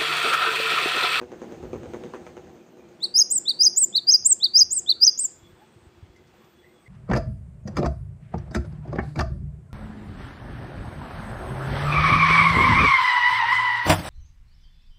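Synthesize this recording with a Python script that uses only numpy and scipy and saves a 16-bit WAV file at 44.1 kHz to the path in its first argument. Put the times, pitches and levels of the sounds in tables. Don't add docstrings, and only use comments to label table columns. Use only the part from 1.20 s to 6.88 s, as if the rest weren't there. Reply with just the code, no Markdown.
import sys
import numpy as np
from scipy import signal
from scipy.fft import rfft, irfft, next_fast_len
from scipy.io import wavfile
from scipy.ndimage import uniform_filter1d, map_coordinates

SR = 44100
rng = np.random.default_rng(int(sys.argv[2]) if len(sys.argv) > 2 else 0)


def master(y):
    cut = np.clip(np.atleast_2d(y).T, -1, 1)
    pcm = np.round(cut * 32767)
    wavfile.write(sys.argv[1], SR, pcm.astype(np.int16))


def to_linear_factor(level_db):
    exponent = np.asarray(level_db, float) / 20
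    return 10 ** exponent


N = 250488


def unit(x):
    return x / np.sqrt(np.mean(x ** 2) + 1e-20)


def along(points, hz):
    f, v = np.transpose(points)
    return np.interp(np.log(hz + 1), np.log(f + 1), v)


def curve(points):
    s, db = np.transpose(points)
    return np.interp(np.arange(N) / SR, s, db, -200, -200)


def swells(rows):
    return sum(to_linear_factor(db - fade * np.abs(np.arange(N) / SR - s)) for s, db, fade in rows)


def wobble(rate):
    knots = rng.standard_normal(int(N * rate / SR) + 4)
    return map_coordinates(knots, [np.arange(N) * rate / SR])


def smooth(size):
    once = uniform_filter1d(rng.standard_normal(SR // 5), size=size)
    return unit(uniform_filter1d(once, size=size))


def filtered(x, response):
    m = next_fast_len(N + SR // 2)
    return irfft(rfft(x, m) * response(np.fft.rfftfreq(m, 1 / SR)), m)[:N]


def rush(spectrum, patchy_db):
    z = signal.stft(rng.standard_normal(N + 512), nperseg=512)[2]
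    field = uniform_filter1d(rng.standard_normal(z.shape), size=5, axis=0)
    field = uniform_filter1d(field, size=10, axis=1)
    noise = signal.istft(z * to_linear_factor(patchy_db * unit(field)), nperseg=512)[1][:N]
    return unit(filtered(noise, lambda hz: to_linear_factor(along(spectrum, hz))))


def narrow(hz, width_hz):
    return unit(filtered(rng.standard_normal(N), lambda f: 1 / (1 + (2 * (f - hz) / width_hz) ** 2)))


def add(track, s, sound):
    part = track[round(s * SR):][:len(sound)]
    part += sound[:len(part)]


# frequency [Hz], time to fall 60 dB [s].
YARD = [(200, 0.29), (1500, 0.26), (4000, 0.26), (5000, .42), (6500, .42), (9000, 0.22), (15000, 0.084)]
LUMPY_DB = 2.2


def yard(x, gap_ms):
    hz, t, z = signal.stft(rng.standard_normal(SR // 2), SR, nperseg=256)
    decay = to_linear_factor(-60 * t / along(YARD, hz)[:, None])
    tail = signal.istft(z * decay, SR, nperseg=256)[1]
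    tail *= np.clip(np.arange(len(tail)) / (gap_ms * SR / 1000), 0, 1) ** 2
    tail *= to_linear_factor(LUMPY_DB * np.resize(smooth(size=120), len(tail)))
    return signal.fftconvolve(x, tail / np.linalg.norm(tail))


# start [s], peak level [dB].
FIRINGS = [(0.014, -24), (0.117, -24.5), (0.217, -22.5), (0.322, -23), (0.428, -22.5), (0.531, -17),
           (0.632, -24.5), (0.735, -21.5), (0.8365, -24.5), (0.937, -24.5), (1.0655, -29), (1.168, -29),
           (1.269, -36.5), (1.356, -40), (1.463, -40), (1.57, -37), (1.686, -38.5), (1.845, -33.5),
           (2.003, -39.5)]
# time [s], puff level over the firing [dB].
TAILPIPE = [(0, -19.5), (.43, -24.5), (.63, -21), (.85, -15.5), (1.07, -13.5), (1.2, -15), (1.5, -18),
            (1.7, -26), (5.68, -23)]
# time [s], level [dB].
PASSING = [(0, -47), (.27, -40.5), (.57, -41.5), (.8, -39.5), (1.0, -42), (1.2, -45), (1.5, -49),
           (2.5, -50), (3.4, -54.5), (4.0, -54.5), (4.7, -57), (5.68, -57)]
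IDLE_FROM_S, IDLE_PERIOD_S, IDLE_JITTER_S = 2.165, .158, .02
IDLE_DB, IDLE_SCATTER_DB = 6, 4


def firings(count):
    chance = rng.standard_normal((count, 2))
    s = IDLE_FROM_S + IDLE_PERIOD_S * np.arange(count) + IDLE_JITTER_S * chance[:, 0]
    s = np.clip(s, 0, (N - 1) / SR)
    db = np.interp(s, *np.transpose(PASSING)) + IDLE_DB + IDLE_SCATTER_DB * chance[:, 1]
    everything = list(FIRINGS) + list(zip(s, db))
    return [(when, level, np.interp(when, *np.transpose(TAILPIPE))) for when, level in everything]


# centre [Hz], width [Hz], level [dB].
PIPE = [(153, 49, -9.5), (341, 123.5, 1.5), (526, 110, -1), (800, 97, -11.5), (1061.5, 73, -23)]
# frequency [Hz], level [dB].
PUFF = [(500, -18.5), (900, 8), (1500, 3), (2500, -4.5), (4500, -19), (6300, -17), (9000, -30.5),
        (15000, -43.5)]
RETURNS_DB = (-.5, 0, -1.5, -3, -8, -14)
ROUND_TRIP_S = .0083
CRACK_DB, CRACK_LAG_S = 47, .001
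CRACK_HZ, CRACK_WIDTH_HZ = 900, 1500
WHIRR_DB, WHIRR_FADES, WALL_S = -77, 1.1, 1.75


def engine():
    def resonance(f, hz, width_hz):
        return 1j * f * width_hz / (hz * hz - f * f + 1j * f * width_hz)

    def muffled_pipe(f):
        pipe = sum((-1) ** k * to_linear_factor(db) * resonance(f, hz, width) for k, (hz, width, db) in enumerate(PIPE))
        return pipe / (1 + 1j * f / 900)

    def front(f):
        return resonance(f, CRACK_HZ, CRACK_WIDTH_HZ) / (1 + 1j * f / 2800) ** 4

    blows, puffs, cracks = np.zeros((3, N))
    t = np.arange(SR // 4) / SR
    for s, db, puff_db in firings(count=20):
        chance = rng.standard_normal((2, len(RETURNS_DB)))
        when = np.abs(np.arange(len(RETURNS_DB)) * ROUND_TRIP_S + 0.00036 * chance[0])
        blow = np.zeros(SR // 8)
        blow[(when * SR).astype(int)] = to_linear_factor(np.add(RETURNS_DB, 1.8 * chance[1]))
        add(blows, s, -to_linear_factor(db + 31.5) * blow)
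        weaker = .55 ** np.cumsum(np.roll(blow > 0, 1))
        add(cracks, s + CRACK_LAG_S, to_linear_factor(db + 2 * puff_db + CRACK_DB) * blow * weaker)
        add(blows, s, to_linear_factor(db + 19) * yard(blow, gap_ms=30))
        puff = signal.fftconvolve(blow, to_linear_factor(-60 * t / .028))[:len(t)]
        puff += 1.2 * to_linear_factor(-60 * t / .02) + .17 * to_linear_factor(-60 * t / .5)
        add(puffs, s, to_linear_factor(db + puff_db - 6.6) * puff)

    rattle = 1 + .5 * puffs / (np.abs(uniform_filter1d(puffs, size=8000)) + 1e-6)
    whirr = to_linear_factor(WHIRR_DB + 5 + WHIRR_FADES * np.minimum(curve(PASSING) + 42, 0))
    whirr *= (np.arange(N) < WALL_S * SR) * rattle * narrow(6410, width_hz=910)
    return filtered(blows, muffled_pipe) + filtered(cracks, front) + puffs * rush(PUFF, patchy_db=3.1) + whirr


# frequency [Hz], level [dB].
RUMBLE = [(12, -42.5), (20, -20), (42, -6), (75, 1.5), (128, -4), (200, -11.5), (260, -47), (440, -120)]
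DRONE = [(59, -39), (100, -19), (130, -8.5), (237, -2), (275, -10.5), (302, -6.5), (354, 3.5), (428, -12),
         (493, -6), (567, -15), (621, -12), (790, -13.5), (1100, -34), (1430, -55.5), (2420, -120)]
HISS = [(470, -34), (800, -5.5), (862, -2), (1190, -3.5), (1680, -5), (2050, -7.5), (2630, -8.5),
        (3340, -11.5), (6020, -18), (8130, -19.5), (12600, -43), (13900, -22.5), (16000, -38.5)]
# peak time [s], rumble level [dB].
GUSTS = [(.1, -57), (.57, -41), (1.22, -59), (3.02, -62.5), (3.55, -59), (4.3, -62.5), (4.93, -62.5)]
CALM_DB, GUST_DB_PER_S = -67, 69.5
HISS_DB, TYRE_DB = -68.3, -21


def air():
    near_db = curve(PASSING)
    wind = to_linear_factor(CALM_DB) + swells([(s, db, GUST_DB_PER_S) for s, db in GUSTS])
    rumble = wind * to_linear_factor(2.0 + 2.5 * wobble(7.0)) * rush(RUMBLE, patchy_db=-1.5)
    drone = to_linear_factor(near_db - 2 + .8 * wobble(12)) * rush(DRONE, patchy_db=.8)
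    hiss = np.hypot(to_linear_factor(HISS_DB), to_linear_factor(near_db + TYRE_DB))
    return rumble + drone + hiss * to_linear_factor(3.5 + 1.0 * wobble(6)) * rush(HISS, patchy_db=1.0)


# frequency [Hz], width [Hz], level [dB].
TONES = [(13539, 25, -92), (13740, 18, -86), (13300, 20, -99)]
# start [s], end [s], level at the end [dB], swell up to it [dB].
INSECT = [
    (.53, 1.1, -74, 6),
    (4.26, 4.68, -73, 3),
    (5.27, 5.68, -72, 9.5),
]
# peak time [s], level [dB], fade to both sides [dB per s].
CRICKET = [
    (3.95, -76, 260),
    (4.27, -74, 250),
    (4.44, -78, 60),
    (5.4, -77, 45),
]
CRICKET_FROM_S, CRICKET_DB = 3.3, -93


def insects():
    spells = sum(to_linear_factor(curve([(start, db - swell_db), (end, db)]) - 2) for start, end, db, swell_db in INSECT)
    buzz = uniform_filter1d(spells, size=1500) * narrow(8120, width_hz=350)
    chirring = swells(CRICKET) + to_linear_factor(CRICKET_DB) * (np.arange(N) > CRICKET_FROM_S * SR)
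    chirr = chirring * to_linear_factor(5 + 3 * wobble(14)) * narrow(3400, width_hz=90)
    lines = sum(to_linear_factor(db + 4 * wobble(3)) * narrow(hz, width) for hz, width, db in TONES)
    return buzz + chirr + lines


# start [s], length [s], start pitch [Hz], end pitch [Hz], level [dB].
CALLS_FAR = [(1.37, 0.055, 2600, 2400, -68), (1.574, 0.057, 2560, 2380, -64.5), (3.42, 0.1, 729, 692, -64),
             (3.599, 0.067, 746, 747, -57), (3.742, 0.071, 1400, 1392, -58),
             (4.361, 0.096, 673, 870, -59.5), (4.943, 0.044, 2120, 2036, -61),
             (5.118, 0.034, 798, 747, -57), (5.197, 0.0635, 972, 1194, -65),
             (5.407, 0.11, 1750, 2115, -57.5), (5.518, 0.15, 1106, 1150, -69),
             (5.646, 0.064, 2000, 2100, -53.5)]
# pitch [Hz], second overtone [dB].
FAR_OVERTONE = [(700, -13.5), (2000, -29)]


def far_birds():
    out = np.zeros(N)
    for s, length, start_hz, end_hz, db in CALLS_FAR:
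        n = round(length * SR)
        glide = start_hz + (end_hz - start_hz) * np.sin(np.linspace(0, 1.9, n))
        phase = np.cumsum(glide) * 2 * np.pi / SR
        voice = np.sin(phase) + to_linear_factor(along(FAR_OVERTONE, start_hz)) * np.sin(2 * phase)
        call = to_linear_factor(db) * np.hanning(n) ** .5 * voice
        husky = .9 + .8 * smooth(size=120)[:n]
        add(out, s, .65 * call * husky)
        add(out, s, .9 * yard(call, gap_ms=5))
    return out


# frequency [Hz], level [dB].
BEAK = [(2000, 4.5), (7000, 10.5), (9500, 0.9), (11500, -9), (13000, -8), (15000, 1.5)]
HAZE = .09


def whistle(shape, span, bend, overtones, breath, tremor, delay_ms):
    ms = np.arange(SR // 5) * 1000 / SR - 80
    knots, hz, level_db = np.transpose(shape)
    rise, fall, pitch = bend

    def late(v):
        return np.interp(ms - delay_ms, ms, v)

    place = ms / np.where(ms < 0, rise, fall)
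    glide = uniform_filter1d(pitch * np.interp(place, knots, hz), size=136)
    phase = late(np.cumsum(2 * np.pi * glide / SR))
    level = to_linear_factor(np.interp(place, knots, level_db)) * (ms > span[0]) * (ms < span[1])
    level = late(uniform_filter1d(uniform_filter1d(level, size=66), size=66))
    upper = late(breath) * np.sin(1.2 * phase)
    shaky = np.abs(level) ** .4 * (1 + 4 * late(tremor) + HAZE * late(unit(breath)))
    for k, db in zip((2, 3, 4), overtones):
        audible = k * glide < SR * .45
        upper = upper + to_linear_factor(db + along(BEAK, k * glide)) * shaky * np.sin(k * phase) * audible
    return np.array([np.sin(phase) * (1 + late(tremor)), upper]) * level


# time from the top of the arch [ms], pitch [Hz], level [dB].
LOW = [(-46, 3270, -25), (-21, 3700, -18.5), (-12, 3980, -0.2), (-6, 4240, -0.5), (0, 4640, 2),
       (5, 4490, 0.2), (12, 4070, 0), (20, 3750, -9.3), (32, 3450, -11)]
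MIDDLE = [(-66, 4580, -27.5), (-40, 4860, -4.5), (-27, 5040, -1), (-17, 5420, -1), (-5, 6350, -4.5),
          (4.5, 6420, -2), (17, 5060, -1), (32, 4790, -2.3), (48, 5330, -12)]
HIGH = [(-46, 6250, -16.5), (-30, 6850, -5.6), (-20, 7240, -0.5), (-6, 8440, -5), (2, 8610, -6.3),
        (18, 8280, -5.8), (45, 7250, -1), (49, 7060, -3), (57, 6050, -18)]
# top of the arch [s], level [dB], pitch [factor],
# extra path off the perch [ms], extra path off the bars [ms].
NOTES = [
    [(1.843, -22.2, .991, .425, 2.17), (2.2948, -15, 1.001, .815, 1.695), (2.7674, -14, 1.003, 1.01, 2.155),
     (3.2438, -13, 1.006, 1.05, 3.45), (3.7029, -13.1, .991, 1.685, 2.19)],
    [(1.9944, -10.4, 1.025, .785, 1.25), (2.4468, -10.8, 1.004, .825, 1.405),
     (2.9252, -10.2, 1.001, .595, 1.22), (3.3943, -7.9, 1.002, .595, 1.235), (3.86, -9, .995, .74, 1.19)],
    [(2.136, -15, .995, .495, 1.38), (2.5977, -11.4, .989, .515, 1.1), (3.0822, -9.9, 1.025, .395, 1.085),
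     (3.5435, -15.8, 1.019, .75, 3.6), (4.0104, -18.6, .992, .51, .945)],
]
# voice on [ms], voice off [ms], rise length [factor], its change each phrase [factor],
# fall length [factor].
KINDS = [
    (-40.5, 24.6, 1.06, -.04, .97),
    (-56.5, 36, 0.97, -.002, .91),
    (-35, 53.6, 1.085, -.06, 1.02),
]
# second, third and fourth overtone [dB].
OVERTONES = [
    (-35, -31.5, -37),
    (-31, -31, -63),
    (-26, -55, -60),
]
BREATH_DB = (-37, -52, -62)
TURN = (1.2, 1.2, .45)
BAR_GAIN = (.7, 1.3, .87)
# voice starts later [ms], ends later [ms],
# beak toward the microphone [dB], perch share [factor], bar share [factor].
PHRASES = [
    (1.9, -3, 8.5, .45, .48),
    (-.4, -1.2, 5.5, 0.49, .23),
    (0.088, 1.2, -1.3, .46, 0.32),
    (-1.45, 1.96, -1.7, .33, .27),
    (.1, 0.5, -3.5, .32, 0.58),
]
# centre [s], level [dB].
SPLIT = [
    (1.977, -45.5),
    (2.429, -48.5),
]
RISE_PER_PITCH, FALL_PER_PITCH = 3.5, 2.5
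WET_DB, WET_OVERTONE_DB = -20.5, -12
AIMED = .45


def tit():
    song = np.zeros(N)
    kinds = zip((LOW, MIDDLE, HIGH), KINDS, TURN, BAR_GAIN, OVERTONES, BREATH_DB, NOTES)
    for shape, (on, off, rise, hurry, fall), turn, bars, overtones, breath_db, notes in kinds:
        usual_db = np.mean(notes, axis=0)[1]
        for k, (note, posture) in enumerate(zip(notes, PHRASES)):
            s, db, pitch, perch_ms, bar_ms = note
            later, longer, beak_db, perch_share, bar_share = posture
            span = on + later, off + longer
            sharp = pitch - 1
            bend = rise + hurry * k - RISE_PER_PITCH * sharp, fall - FALL_PER_PITCH * sharp, pitch
            breath = to_linear_factor(breath_db + .6 * beak_db) * smooth(size=12)
            tremor = .06 * smooth(size=70)
            colour = np.add(overtones, (turn * beak_db, 0, 0))
            direct, perch, bar = (whistle(shape, span, bend, colour, breath, tremor, delay_ms)
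                                  for delay_ms in (0, perch_ms, bar_ms))
            near = np.sum(direct + perch_share * perch + bars * bar_share * bar, axis=0)
            add(song, s - .08, to_linear_factor(db) * near)
            walls = yard(to_linear_factor([WET_DB, WET_OVERTONE_DB]) @ direct, gap_ms=8)
            add(song, s - .08, to_linear_factor(db + AIMED * (usual_db - db)) * walls)
    t = np.arange(-600, 600) / SR
    for s, db in SPLIT:
        split = np.sin(2 * np.pi * 8050 * t) + 0.39 * np.sin(2 * np.pi * 2680 * t)
        add(song, s + t[0], to_linear_factor(db) * np.exp(-(t / 0.0047) ** 2) * split)
    return song


# start [s], peak level [dB], thump pitch [Hz].
JOLTS = [(4.227, -40, 76), (4.33, -44, 76), (4.561, -42, 110), (4.625, -46, 80), (4.668, -38.5, 75),
         (4.827, -32, 89), (4.898, -39, 60), (5.24, -47.5, 150)]
# start [s], peak level [dB].
PECKS = [
    (4.9606, -51),
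    (5.0714, -52.5),
    (5.2446, -56),
]


def cage():
    thumps, ticks = np.zeros((2, N))
    t = np.arange(SR // 8) / SR
    for s, db, hz in JOLTS:
        swing = (1 - np.exp(-t / .003)) * np.sin(2 * np.pi * hz * t)
        add(thumps, s, -to_linear_factor(db + 6 - 60 * t / .06) * swing)
    for s, db in PECKS:
        add(ticks, s, to_linear_factor(db - 3 - 60 * t / 0.13) * rng.standard_normal(len(t)))
    bowl = [(900, -29), (2100, -4), (6000, -3), (9000, -14), (14000, -28.5)]  # (Hz, dB)
    return thumps + filtered(ticks, lambda hz: to_linear_factor(along(bowl, hz)))


def scene():
    return (engine() + air() + insects() + far_birds() + tit() + cage())[None]


def low_pass(x):
    return signal.sosfilt(signal.butter(12, 16800, fs=SR, output="sos"), x)


def record(dry):
    top_hz, bass_hz = 15800, 50

    def mic(hz):
        return np.clip((top_hz - hz) / 160, 0, 1) ** 2 * hz ** 2 / (hz ** 2 + bass_hz ** 2)

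    return low_pass(filtered(dry[0], mic)[None])


dry = scene()
out = record(dry)
master(out)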